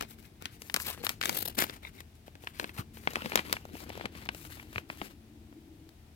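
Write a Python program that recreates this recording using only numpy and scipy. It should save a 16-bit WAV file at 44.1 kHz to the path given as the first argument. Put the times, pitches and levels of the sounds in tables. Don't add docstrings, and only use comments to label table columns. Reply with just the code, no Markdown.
import sys
import numpy as np
from scipy import signal
from scipy.fft import rfft, irfft, next_fast_len
from scipy.io import wavfile
from scipy.ndimage import uniform_filter1d, map_coordinates

SR = 44100
rng = np.random.default_rng(int(sys.argv[2]) if len(sys.argv) > 2 else 0)


def inscribe(sig):
    pcm = np.round(np.clip(np.atleast_2d(sig).T, -1, 1) * 32767)
    wavfile.write(sys.argv[1], SR, pcm.astype(np.int16))


N = 271215
T = np.arange(N) / SR
TOP_HZ = 16050


def amp(db):
    return 10 ** (np.asarray(db) / 20)


def unit(x):
    return x / np.sqrt(np.mean(x ** 2, axis=-1, keepdims=True) + 1e-20)


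def curve(points):
    return np.interp(T, *np.transpose(points))


def wobble(rate):
    return map_coordinates(rng.standard_normal(int(N * rate / SR) + 4), [T * rate])


def filtered(x, response):
    size = next_fast_len(N + SR // 4)
    return irfft(rfft(x, size) * response(np.fft.rfftfreq(size, 1 / SR)), size)[..., :N]


def equalised(x, points):
    knots_hz, db = np.transpose(points)
    return filtered(x, lambda hz: amp(np.interp(np.log(hz + 1), np.log(knots_hz + 1), db)))


def coloured(x, spectrum):
    return unit(equalised(x, spectrum))


def resonant(x, modes):
    def response(f):
        return sum(amp(db) / (1 + (2 * (f - hz) / width) ** 2) for hz, width, db in modes)
    return unit(filtered(x, response))


def band(x, edges_hz, order=3):
    return signal.sosfilt(signal.butter(order, edges_hz, "band", fs=SR, output="sos"), x)


def add(track, start, x):
    part = track[..., max(round(start * SR), 0):][..., :x.shape[-1]]
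    part += x[..., :part.shape[-1]]


def crackle(rate, spread_db, grain_t60, smooth):
    slips = rng.random(N) < rate / SR
    sizes = slips * amp(spread_db * np.minimum(rng.standard_normal(N), 2))
    grain_power = amp(-120 * T[:SR // 50] / grain_t60)
    power = np.abs(signal.fftconvolve(sizes ** 2, grain_power)[:N])
    return np.sqrt(power / power.mean() + smooth ** 2) * rng.standard_normal((2, N))


def flexing(x, depth_db):
    spectra = signal.stft(x, nperseg=256)[2]
    drift = uniform_filter1d(rng.standard_normal(spectra.shape[1:]), size=3, axis=0)
    drift = uniform_filter1d(drift, size=16, axis=1)
    spectra = spectra * amp(depth_db * drift / drift.std())
    return unit(signal.istft(spectra, nperseg=256)[1][..., :N])


# time in seconds, relative level in dB.
RUMBLE_SWELL = [(0, -60), (.7, -61.5), (1.5, -56.5), (2.2, -64.5), (3.2, -58.5), (4.2, -58), (5.2, -63),
                (6.15, -65)]
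HUM_SWELL = [(0, -74), (2.2, -75.5), (4.6, -58.5), (5.25, -61.5), (5.45, -59), (5.62, -53), (5.85, -58),
             (6.15, -78)]
# frequency in Hz, relative level in dB.
RUMBLE_SPECTRUM = [(20, -67), (35, -7), (50, -4.5), (75, 1), (110, -2.5), (180, -8), (340, -12.5),
                   (450, -17.5), (800, -62)]
HISS_SPECTRUM = [(200, -11.5), (400, -13), (700, -5), (1100, -14.5), (2500, -13.5), (4500, -17),
                 (7000, -21.5), (16000, -22.5)]
# centre in Hz, width in Hz, relative level in dB.
HUM_MODES = [(283, 19, 3), (310, 64, 9)]
# pitch in Hz, relative level in dB.
MOTOR_TONES = [(79, -62.5), (223, -67)]


def garden(rumble_db=6.0, apart=0.17, hiss_db=-64.5, waver_db=3.5):
    far = rng.standard_normal(N) + apart * rng.standard_normal((2, N))
    rumble = amp(curve(RUMBLE_SWELL) + rumble_db) * coloured(far, RUMBLE_SPECTRUM)
    hum = amp(curve(HUM_SWELL)) * resonant(rng.standard_normal(N), HUM_MODES)
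    motors = np.zeros(N)
    for hz, db in MOTOR_TONES:
        peak = np.sqrt(2) * amp(db + waver_db * wobble(4.7))
        motors += peak * np.sin(2 * np.pi * hz * T + 0.66 * wobble(6.6))
    hiss = amp(hiss_db) * coloured(rng.standard_normal((2, N)), HISS_SPECTRUM)
    return (rumble + hum + motors + hiss) * amp([[1.7], [-1.7]])


# start in seconds, length in seconds, relative level in dB, brightness in dB.
FINGER_STROKES = [(0, 0.03, -41, -5), (0.076, 0.058, -59, 6), (0.179, 0.02, -57, 3.5),
                  (0.215, .06, -58, 2.5), (0.401, 0.076, -53, -4.5), (0.506, 0.061, -57.5, 2),
                  (0.59, 0.14, -60, 8), (0.738, 0.038, -46, -11), (0.791, 0.031, -46, 13.5),
                  (0.83, 0.12, -42.5, 2), (0.96, .06, -53, -3), (1.026, 0.035, -40.5, 1),
                  (1.082, 0.038, -44.5, 3), (1.207, .1, -39.5, -2), (1.296, 0.1, -44, 3.5),
                  (1.406, 0.032, -47, 1), (1.483, 0.038, -51, 0), (1.567, 0.077, -36.5, 1.5),
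                  (1.658, 0.11, -49.5, -1.5), (1.82, 0.074, -52, -2.5), (1.927, 0.092, -58, 0),
                  (2.149, 0.0071, -62, 8.5), (2.26, 0.016, -56.5, 1), (2.399, .11, -58, 1),
                  (2.532, 0.077, -53, -2.5), (2.579, 0.066, -49.5, 2), (2.652, 0.053, -53.5, -0.5),
                  (2.732, 0.066, -54.5, 4), (2.771, 0.034, -41, -2), (2.933, 0.068, -56, 4),
                  (3, .085, -55.5, 2), (3.075, .14, -47, -4.5), (3.208, 0.14, -46.5, -2),
                  (3.309, 0.038, -43, -9), (3.355, 0.053, -40, -6), (3.44, .13, -46.5, -3),
                  (3.59, 0.28, -60.5, -3), (3.727, .125, -51, 1.5), (3.853, 0.19, -50, -7.5),
                  (3.948, 0.12, -49.5, -12.5), (4.116, .16, -51.5, -5), (4.312, 0.19, -54.5, 5.5),
                  (4.491, 0.071, -52, 4), (4.541, 0.094, -52.5, 0), (4.623, 0.13, -59, -0.5),
                  (4.717, 0.087, -52, -1.5), (4.884, .1, -54, -1.5), (4.971, 0.11, -50, 1),
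                  (5.095, 0.023, -53, -1.5)]


def friction(arch=0.33, release_s=0.012, body_db=-2, body_per_bright=-0.61):
    power = np.zeros((3, N))
    for start, length, db, bright in FINGER_STROKES:
        progress = np.minimum(T[:SR // 3] / length, 1)
        swell = (4 * progress * (1 - progress)) ** arch
        flex_db = body_db + body_per_bright * bright
        colour = amp([[flex_db], [0], [bright]])
        add(power, start, (amp(db) * colour * swell) ** 2)
    decay = np.exp(-2 / (release_s * SR))
    return np.sqrt(signal.lfilter([1 - decay], [1, -decay], power) + 1e-20)


# frequency in Hz, relative level in dB.
RUB_SPECTRUM = [(71, -60), (120, 11.5), (217, 1.5), (251, -6.5), (370, -5), (473, -18.5), (856, -17),
                (1900, -14), (2240, -12), (3380, -17), (3900, -17.5), (5750, -16.5), (14700, -11.5),
                (16000, -17)]
# lower edge in Hz, upper edge in Hz.
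PAPER_BANDS = [(150, 900), (900, 4500), (4500, 16500)]


def rustle(middle_db=-0.45, top_db=-2, grip_db=1.5):
    low_swell, middle_swell, top_swell = friction()
    crinkles = crackle(rate=350, spread_db=2.0, grain_t60=0.0024, smooth=1.0)
    coarse = flexing(coloured(crinkles, RUB_SPECTRUM), depth_db=6.0)
    fine = coloured(crackle(rate=6300, spread_db=9.5, grain_t60=0.0022, smooth=0.62), RUB_SPECTRUM)
    low = low_swell * unit(band(coarse, (250, 1000)))
    middle = middle_swell * amp(middle_db) * unit(band(coarse + fine, PAPER_BANDS[1], order=4))
    top = top_swell * amp(top_db) * unit(band(fine, PAPER_BANDS[2]))
    return amp(grip_db * wobble(70)) * (low + middle + top)


def small_creases(per_s=26, until_s=5.13, ring_hz=2150, over_rub_db=1, spread_db=6, per_bright=-0.58):
    _, middle, top = friction()
    count = int(per_s * until_s)
    moments = ((np.arange(count) + rng.random(count)) * SR / per_s).astype(int)
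    rows = []
    for i, (size, octaves, weight, edge) in zip(moments, rng.uniform(-0.91, 1, (count, 4))):
        brightness = top[i] / middle[i]
        rub_db = 20 * np.log10(middle[i]) + per_bright * 20 * np.log10(brightness)
        level_db = rub_db + over_rub_db + spread_db * size
        body_db = 5 + 3 * weight
        sharpness = 0.44 * brightness + 0.96 * edge
        rows.append((T[i], ring_hz * 2 ** octaves, level_db, body_db, sharpness))
    return rows


# start in seconds, ring of the freed facet in Hz,
# relative level in dB, extra body in dB, sharpness from 0 to 1.
LOUD_CREASES = [(0.0097, 2860, -29.5, -2.5, 0.7), (0.4557, 4100, -30, -11, 0.62),
                (0.6197, 2900, -41.5, -3, 1), (0.6982, 3630, -34, -9, 0.44), (0.7421, 4870, -23, -8, 1),
                (0.763, 3100, -24, -28, 0.85), (0.8005, 2500, -34, -14, 0.5),
                (1.067, 4000, -23.5, -9.5, 0.64), (1.0927, 3700, -25.5, -17, .9),
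                (1.213, 3840, -25, -10, 0.54), (1.2277, 3700, -31.5, -15, .7),
                (1.2367, 2220, -27.5, -24, .55), (1.2564, 3740, -24.5, -5, 0.89),
                (1.2943, 3800, -24.5, -0.5, 0.92), (1.589, 1670, -24.5, -28, 1),
                (1.6224, 1680, -24.5, 2, 0.7), (1.641, 1180, -29.5, 1, 0), (1.6969, 3740, -34.5, -2, 0.43),
                (2.0053, 2000, -42.5, 0.5, 0.87), (2.2804, 1520, -50.5, 12, 0.2),
                (2.3536, 1720, -48.5, 6.5, 0.53), (2.438, 1500, -50, 9.5, 0),
                (2.4721, 1670, -30.5, -11.5, 0), (2.5975, 4200, -27, -1.5, 0.52),
                (2.6429, 1540, -30.5, -1.5, 0.3), (2.6937, 2660, -40.5, -15, 0.1),
                (2.971, 990, -44.5, 2, 0), (3.0734, 2230, -20, 0, 0), (3.1567, 2540, -23.5, -7, 0.39),
                (3.168, 910, -40.5, 12.5, 0), (3.2197, 1600, -35.5, 0.5, 0), (3.259, 2600, -32.5, 1, 0.4),
                (3.3198, 2360, -30.5, -0.5, 0), (3.331, 890, -42, 10, 0.7), (3.3566, 2120, -17, 1, 0.82),
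                (3.3748, 1770, -24.5, -12, 0.4), (3.3924, 2520, -25.5, -3, 0),
                (3.5273, 4850, -21.5, -7.5, 0.91), (3.5671, 2310, -33, -6, 0), (3.6528, 2450, -46, 9.5, 0),
                (3.753, 930, -45.5, 8, .2), (3.902, 900, -40, 7, 0), (3.976, 1720, -47, 16, 0.85),
                (4.0561, 2470, -29.5, 2.5, 0.37), (4.2588, 2280, -42, 1, 0),
                (4.2897, 2980, -26, -2.5, 0.29), (4.3476, 2800, -43.5, 4.5, 0.84),
                (4.4508, 1500, -44, 0, .7), (4.598, 2310, -42, -17, 0), (4.759, 2440, -30, -5, 0),
                (4.7814, 2570, -27.5, -1.5, 0.06), (4.9005, 2500, -32, -1.5, 0),
                (5.0155, 1320, -32, 3.5, 0), (5.5263, 1530, -56, 7.5, 0), (5.8908, 4440, -54.5, 0, 0.87)]


def snaps(scatter_db=-11, scatter_t60=0.015, tail_db=-39, tail_t60=0.32, ring_db=-21, ring_t60=0.014):
    out, t = np.zeros((2, N)), T[:SR // 10]
    scatter = amp(scatter_db - 60 * t / scatter_t60) + amp(tail_db - 60 * t / tail_t60)
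    for start, hz, level, body, sharpness in LOUD_CREASES + small_creases():
        pulse = scatter * rng.standard_normal((2, len(t)))
        lower_hz = hz * rng.uniform(0.51, 0.845)
        facet = np.sin(2 * np.pi * hz * t) + 0.5 * np.sin(2 * np.pi * lower_hz * t)
        pulse += amp(ring_db - 60 * t / ring_t60) * facet
        pulse[0, 0] += 2
        pulse[:, round(rng.uniform(0.0003, 0.0012) * SR)] -= 0.188
        pulse *= rng.choice([-1, 1])
        edge_db = np.interp(sharpness, (0, 1), (-23, 3))
        edge_band = (4200, np.interp(sharpness, (0, 1), (8000, TOP_HZ)))
        crack_from_hz = np.clip(0.336 * hz, 850, 1150)
        crack_band = (crack_from_hz, np.interp(sharpness, (0, 1), (3100, 4700)))
        for edges_hz, db in ((PAPER_BANDS[0], body - 2), (crack_band, 1), (edge_band, edge_db)):
            part = band(pulse, edges_hz)
            onset_rms = np.sqrt(np.mean(part[:, :SR // 200] ** 2, axis=1, keepdims=True))
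            add(out, start, amp(level + db) * part / onset_rms)
    return out


# start in seconds, number of jerks, relative level in dB, dB change per jerk.
PULLS = [(0.112, 1, -43, 0), (0.867, 3, -28.5, -0.5), (1.05, 1, -25.5, 0), (1.25, 3, -32, -3),
         (1.332, 2, -28, -3.5), (1.372, 4, -25, -1), (1.458, 1, -29, 0), (1.483, 2, -26.5, -9),
         (1.554, 1, -40.5, 0), (1.5863, 4, -20.5, -2.5)]
# frequency in Hz, relative level in dB.
TEAR_SPECTRUM = [(150, -35), (250, -6), (510, -2), (875, -0.5), (1060, -17), (1240, -9), (2200, -14),
                 (2760, -6.5), (3710, -2), (6040, -16.5), (12800, 0), (16000, -7.5)]


def rips(spacing_s=0.0179, jerk_s=0.0085, jitter_s=0.00072, spread_db=0.5):
    power, t = np.zeros(N), T[:SR // 10]
    jerk = np.exp(-np.minimum((2 * (t - t.mean()) / jerk_s) ** 2, 80))
    for (start, jerks, db, change), chance in zip(PULLS, rng.standard_normal((len(PULLS), 8, 2))):
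        for k, (late, size) in enumerate(chance[:round(jerks)]):
            level = db + change * k + spread_db * size
            peak_s = start + k * spacing_s + jitter_s * late
            add(power, peak_s - t.mean(), amp(2 * level) * jerk)
    fibres = crackle(rate=2500, spread_db=5, grain_t60=0.0015, smooth=0.057)
    return np.sqrt(power) * flexing(coloured(fibres, TEAR_SPECTRUM), depth_db=1)


# time in seconds, level in dB.
SQUEAK_SWELL = [(1.82, -78), (1.85, -40.5), (1.885, -48.5), (1.92, -107), (2.0, -46), (2.04, -85)]
# centre in Hz, width in Hz, relative level in dB.
SHEET_MODES = [(2140, 260, -0.5), (2480, 160, -11), (3740, 280, -4)]


def squeak():
    slips = crackle(rate=210, spread_db=3, grain_t60=0.018, smooth=0.2)
    return amp(curve(SQUEAK_SWELL)) * resonant(slips, SHEET_MODES)


# start in seconds, pitch in Hz, relative level in dB, t60 in seconds.
HAND_BUMPS = [(2.79, 110, -22.5, 0.061), (3.355, 287, -39, 0.075), (3.36, 61, -34.5, 0.11),
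              (4.042, 303, -24, 0.041), (4.756, 94, -30, 0.099), (5.018, 218, -13.5, 0.019)]


def bumps(attack_s=0.0048, puff=0.67):
    out, t = np.zeros((2, N)), T[:SR // 6]
    for start, hz, db, t60 in HAND_BUMPS:
        air = unit(band(rng.standard_normal(len(t)), (hz / 2, hz * 2), order=2))
        envelope = amp(db - 60 * t / t60) * (1 - np.exp(-t / attack_s))
        add(out, start, envelope * (np.sin(2 * np.pi * hz * t) + puff * air))
    return out


# time in seconds, delay at the right port in seconds.
RIGHT_DELAY = [(0.5, 0.00052), (0.65, 0.00023), (1.0, 0.00008), (1.26, 0.0005), (1.6, 0.00041),
               (2.5, 0.00037), (3.1, 0.00031), (4.1, 0.00026)]
# frequency in Hz, gain in dB.
CAMERA_SHADOW = [(60, -3), (200, -7), (400, -8), (750, -7.5), (1300, -4), (2400, -5.5), (4400, -8),
                 (8000, -11.5), (16000, -12.5)]


def from_left(paths, alike=0.55):
    right = alike * paths[0] + np.sqrt(1 - alike ** 2) * paths[1]
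    delayed = map_coordinates(right, [(T - curve(RIGHT_DELAY)) * SR], order=5)
    return np.array([paths[0], equalised(delayed, CAMERA_SHADOW)])


# frequency in Hz, gain in dB.
SNAP_AND_RIP_TONE = [(1200, -2), (1750, 0.5), (2400, 0), (3500, -2.5), (5300, 1), (7500, 0.5), (10000, -4),
                     (13000, 0), (16000, -2.5)]


def scene():
    paper = equalised(snaps() + rips(), SNAP_AND_RIP_TONE)
    return from_left(paper + rustle() + squeak() + bumps()) + garden()


def record(dry):
    return filtered(dry, lambda hz: 1 / np.sqrt(1 + (hz / TOP_HZ) ** 160))


dry = scene()
out = record(dry)
inscribe(out)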